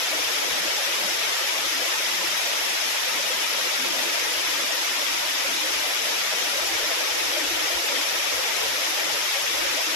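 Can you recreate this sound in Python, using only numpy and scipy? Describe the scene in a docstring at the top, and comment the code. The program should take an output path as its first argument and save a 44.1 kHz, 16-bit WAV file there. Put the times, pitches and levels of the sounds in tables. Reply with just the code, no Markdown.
"""A steady rush of countless splashes: a tall waterfall heard from across its pool.
Heavy plunges of water make a low roar whose lower edge swells and sinks; fine spray makes the hiss.
Light gusts thump on the microphone, whose two openings (ports) colour the treble differently.
Its noise suppressor makes the rush sound grainy."""
import sys
import numpy as np
from scipy import signal
from scipy.fft import rfft, irfft, next_fast_len
from scipy.io import wavfile
from scipy.ndimage import uniform_filter1d

SR = 44100
rng = np.random.default_rng(int(sys.argv[2]) if len(sys.argv) > 2 else 0)


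def bounce(signal):
    """Save signal as a 16-bit WAV file at the path given by the first command-line argument."""
    frames = np.transpose(np.atleast_2d(signal))
    limited = np.clip(frames, -1, 1)
    pcm = np.round(limited * 32767).astype(np.int16)
    wavfile.write(sys.argv[1], SR, pcm)


N = 438794
SIZE = 32 * next_fast_len(N // 32 + 1, True)   # a little over N samples, for quick spectra
HZ = np.maximum(np.fft.rfftfreq(SIZE, 1 / SR), 1)

# Tone of the water at both ports, up to the low treble: pitch_hz, relative_db
WATER_TONE = [(110, -86.5), (190, -78), (250, -75), (295, -59.5), (330, -58), (390, -66.5), (490, -59.5),
              (570, -58), (650, -59), (760, -64.5), (930, -61.5), (1100, -65.5), (1300, -62.5)]


def from_db(db):
    """Turn decibels into a gain."""
    return 10 ** (np.asarray(db) / 20)


def centre_one(pair):
    """Scale a stereo pair so that the average of its two sides has level (rms) 1."""
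    return pair / np.sqrt(np.mean(pair.mean(axis=0) ** 2))


def colour(points):
    """A gain for every pitch in HZ, from rows of pitch_hz, level_db."""
    hz, db = np.transpose(points)
    return from_db(np.interp(np.log(HZ), np.log(hz), db))


def drift(rate_hz, size=N):
    """A slow random wander of typical size 1, made by smoothing noise twice."""
    decay = np.exp(-2 * np.pi * rate_hz * 64 / SR)
    noise = rng.standard_normal(SIZE // 64 + 1000)
    slow = signal.lfilter([1], [1, -2 * decay, decay * decay], noise)[1000:]
    slow /= np.sqrt(np.mean(slow ** 2))
    return np.interp(np.linspace(0, len(slow) - 1, size), np.arange(len(slow)), slow)


def arch(start_s, length_s):
    """A smooth rise from 0 to 1 and back."""
    return np.sin(np.pi * np.clip((np.arange(N) / SR - start_s) / length_s, 0, 1))


def noise_suppressor(sound):
    """In each short frame, pitches weaker than their running average go down and stronger ones go up."""
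    hop, pad = 441, 592   # samples; a new frame starts every 10 ms
    contrast, spared_hz = 0.37, 296   # strength of the grain; the bass gets none
    memory_frames, carry_over = 35, 0.28
    padded = np.pad(sound, ((0, 0), (pad, 3 * hop)), "reflect")
    frames = np.lib.stride_tricks.sliding_window_view(padded, 2 * hop, axis=1)[:, ::hop]
    spectra = rfft(frames)
    power = np.abs(spectra) ** 2 + 1e-20
    recent = signal.lfilter([1 - carry_over], [1, -carry_over], power, axis=1)
    average = uniform_filter1d(power, memory_frames, axis=1)
    hz = np.fft.rfftfreq(2 * hop, 1 / SR)
    gain = (recent / average) ** (contrast * np.clip(hz / spared_hz - 1, 0, 1))
    gain *= np.sqrt(power.mean(axis=1) / (power * gain ** 2).mean(axis=1))[:, None]   # keep mean power
    fade = np.hanning(2 * hop + 1)[:-1] ** 1.104   # dips a little where two frames cross
    faded = irfft(spectra * gain, 2 * hop) * fade
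    joined = faded[:, 1:, :hop] + faded[:, :-1, hop:]
    return joined.reshape(2, -1)[:, pad - hop:pad - hop + N]


def wind(alike, calm_db):
    """Air presses on both ports nearly alike: a faint rumble, and puffs that push firmly."""
    # Puffs of wind that thump on the ports: start_s, length_s, level_db
    gusts = [(0.129, 0.047, -61), (0.185, 0.037, -60), (0.237, 0.055, -58), (0.497, 0.055, -54),
             (0.666, 0.039, -57), (0.977, 0.029, -63), (1.265, 0.059, -63), (1.638, 0.041, -61),
             (1.682, 0.043, -62), (3.018, 0.037, -58), (3.356, 0.031, -61), (4.174, 0.063, -59),
             (4.354, 0.051, -60), (4.455, 0.062, -58), (5.112, 0.051, -60), (5.437, 0.043, -62),
             (5.697, 0.137, -58), (5.846, 0.041, -62), (6.601, 0.091, -57), (6.702, 0.096, -55),
             (6.808, 0.061, -55), (7.105, 0.035, -58), (7.147, 0.037, -64), (7.185, 0.147, -61),
             (7.433, 0.17, -54), (7.622, 0.035, -59), (7.726, 0.081, -52), (8.321, 0.091, -53),
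             (8.578, 0.19, -58), (9.029, 0.033, -66), (9.113, 0.043, -62), (9.486, 0.29, -57)]
    # Deep tone of the wind: pitch_hz, relative_db
    gust_tone = [(18, -6), (35, -10), (56, 5.5), (85, -6.5), (130, -4.5), (250, -56)]
    mid, side = irfft(rfft(rng.standard_normal((2, N)), SIZE) * colour(gust_tone), SIZE)[:, :N]
    pair = np.sqrt(1 + alike) * mid + np.sqrt(1 - alike) * side * [[1], [-1]]
    pair *= from_db([[.5], [-.5]])   # a little louder on the left
    calm = from_db(calm_db) * centre_one(pair * from_db(0.5 * drift(17)))
    span = int(0.03 * SR)   # evening out the level over 30 ms makes the push firm
    firm = pair / np.sqrt(uniform_filter1d(uniform_filter1d(mid ** 2, span), span))
    puffs = sum(from_db(db + 1) * arch(start_s, length_s) for start_s, length_s, db in gusts)
    return calm + puffs * centre_one(firm)


def spray(level_db, from_hz, full_hz):
    """Fine drops, too many to tell apart, hiss above the roar; each port hears its own drops."""
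    # How the left port colours the treble: pitch_hz, relative_db
    left_port = [(1300, -62), (1480, -64), (1750, -61.5), (1900, -58.5), (2070, -60.5), (2300, -59),
                 (2750, -60.5), (3500, -59.5), (3800, -61.5), (4050, -63), (4400, -65.5), (5400, -61),
                 (6800, -66), (8000, -75), (8900, -79.5), (9300, -83), (9750, -74), (10600, -70.5),
                 (10800, -64.5), (12000, -70), (15000, -84.5)]
    # How the right port colours the treble: pitch_hz, relative_db
    right_port = [(1300, -63.5), (1500, -64.5), (1880, -62), (2070, -62), (2350, -61.3), (2800, -63),
                  (3600, -63.3), (4250, -67), (5300, -62.5), (6800, -70), (8500, -73), (9300, -81.5),
                  (9600, -75), (10100, -90), (10900, -79.5), (12200, -77), (13500, -79), (15000, -89)]
    ports = np.array([colour(WATER_TONE[:-1] + port) for port in (left_port, right_port)])
    rise = np.clip(np.log(HZ / from_hz) / np.log(full_hz / from_hz), 0, 1)
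    drops = rfft(rng.standard_normal((2, SIZE))) * ports * np.sin(np.pi / 2 * rise) ** 2
    return from_db(level_db - 0.05 * drift(25)) * centre_one(irfft(drops, SIZE)[:, :N])


def brief_swells(calm_db, edge_s):
    """The roar's low edge drops and comes back: a gain that rises from 1, holds and falls again."""
    # Brief swells in the low part of the roar, on top of the calm level: start_s, length_s, level_db
    low_swells = [(0.455, 0.21, -51), (1.0, 0.06, -52), (2.67, 0.04, -60), (2.86, 0.032, -56),
                  (3.109, 0.11, -52), (3.8, 0.25, -53), (5.502, 0.07, -49.5), (7.94, 0.039, -50)]
    t, power = np.arange(N) / SR, 1
    for start_s, length_s, db in low_swells:
        corners = start_s + np.array([-edge_s, 0, length_s, length_s + edge_s])
        power += (from_db(db - calm_db) * np.interp(t, corners, [0, 1, 1, 0])) ** 2
    return np.sqrt(power)


def lulls():
    """The lowest roar thins out now and then: a gain that dips smoothly below 1."""
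    # Brief dips in the low roar: start_s, length_s, deepest_db
    dips = [(0.197, 0.1, -5), (0.8, 0.08, -4), (1.3, 0.17, -8), (2.74, 0.08, -6), (4.72, 0.29, -6),
            (7.82, 0.07, -6), (8.45, 0.11, -1), (9.15, 0.33, -6), (9.762, 0.15, -8)]
    return from_db(sum(db * arch(start_s, length_s) for start_s, length_s, db in dips))


def roar_layer(plunges, low_hz, high_hz, bands, shared, wander_hz, patchy_db):
    """Both sides carry much the same low roar, drifting in and out of step, so it sounds wide."""
    size = SIZE // 16   # low sound needs only every 16th sample
    bins = size // 2 + 1
    place = np.log(HZ[:bins] / low_hz) / np.log(high_hz / low_hz) * bands - .5
    pair = np.zeros((2, size))
    for band in range(bands):
        common, separate = plunges[:, :bins] * np.cos(np.pi / 2 * np.clip(place - band, -1, 1)) ** 2
        slip_radians = 3.98 * drift(wander_hz, size)
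        left, quarter_cycle_late, own = irfft([common, -1j * common, separate], size)
        slipped = left * np.cos(slip_radians) + quarter_cycle_late * np.sin(slip_radians)
        right = np.sqrt(shared) * slipped + np.sqrt(1 - shared) * own
        pair += from_db(patchy_db * drift(6.3, size)) * np.array([left, right])
    return centre_one(irfft(rfft(pair), SIZE)[:, :N]) * from_db([[0], [0.6]])   # right a little louder


def roar(bottom_db, rumble_db, swell_db, swell_hz):
    """Water plunges into the pool: four layers of low noise, the lower ones swelling and sinking."""
    # Base levels of the two higher layers of the roar: time_s, upper_db, deep_db
    levels = [(0, -39.5, -51.5), (0.6, -38.5, -47.5), (1.3, -39.5, -53), (2.2, -41, -48.5),
              (3, -40.5, -52.5), (3.6, -39.5, -50.5), (4, -38.5, -48), (5.2, -42, -47.5), (6.2, -39, -53),
              (7.2, -38, -49.5), (7.65, -38, -46), (8.2, -39, -48), (8.42, -37.5, -55), (8.5, -39, -55),
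              (8.66, -37, -54), (8.75, -39.5, -53), (9.0, -38, -45.5), (9.35, -40.5, -55), (9.65, -39, -44),
              (9.95, -39.5, -50)]
    time_s, *columns = np.transpose(levels)
    upper_db, deep_db = [np.interp(np.arange(N) / SR, time_s, column) for column in columns]
    plunges = rfft(rng.standard_normal((2, SIZE))) * colour(WATER_TONE)
    rumble = roar_layer(plunges, 75, 175, bands=3, shared=0.68, wander_hz=6.2, patchy_db=3.5)
    bottom = roar_layer(plunges, 169, 270, bands=3, shared=0.7, wander_hz=2.7, patchy_db=0)
    deep = roar_layer(plunges, 244.4, 371, bands=4, shared=1, wander_hz=4.6, patchy_db=2)
    upper = roar_layer(plunges, 358, 902, bands=6, shared=0.67, wander_hz=4.2, patchy_db=0.3)
    lift, lull = brief_swells(bottom_db, edge_s=0.04), lulls()
    deep *= from_db(deep_db + 1.7 * drift(2.7)) * lift ** 0.2 * lull ** 0.6   # follows both only partly
    bottom *= from_db(bottom_db + swell_db * drift(swell_hz)) * lift * lull
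    rumble *= from_db(rumble_db + swell_db * drift(swell_hz)) * lull
    return rumble + bottom + deep + from_db(upper_db) * upper


def scene():
    """The waterfall's roar and spray, with light wind on the microphone."""
    water = roar(bottom_db=-62, rumble_db=-67.5, swell_db=2.5, swell_hz=3.1)
    water += spray(level_db=-27, from_hz=483, full_hz=1166)
    return water + wind(alike=0.85, calm_db=-70)


def record(dry):
    """The microphone's suppressor makes the rush grainy, then the highest treble is cut steeply."""
    cutoff_hz = 15150
    treble_cut = signal.ellip(14, .2, 90, cutoff_hz, fs=SR, output="sos")
    return signal.sosfilt(treble_cut, noise_suppressor(dry))


dry = scene()
out = record(dry)
bounce(out)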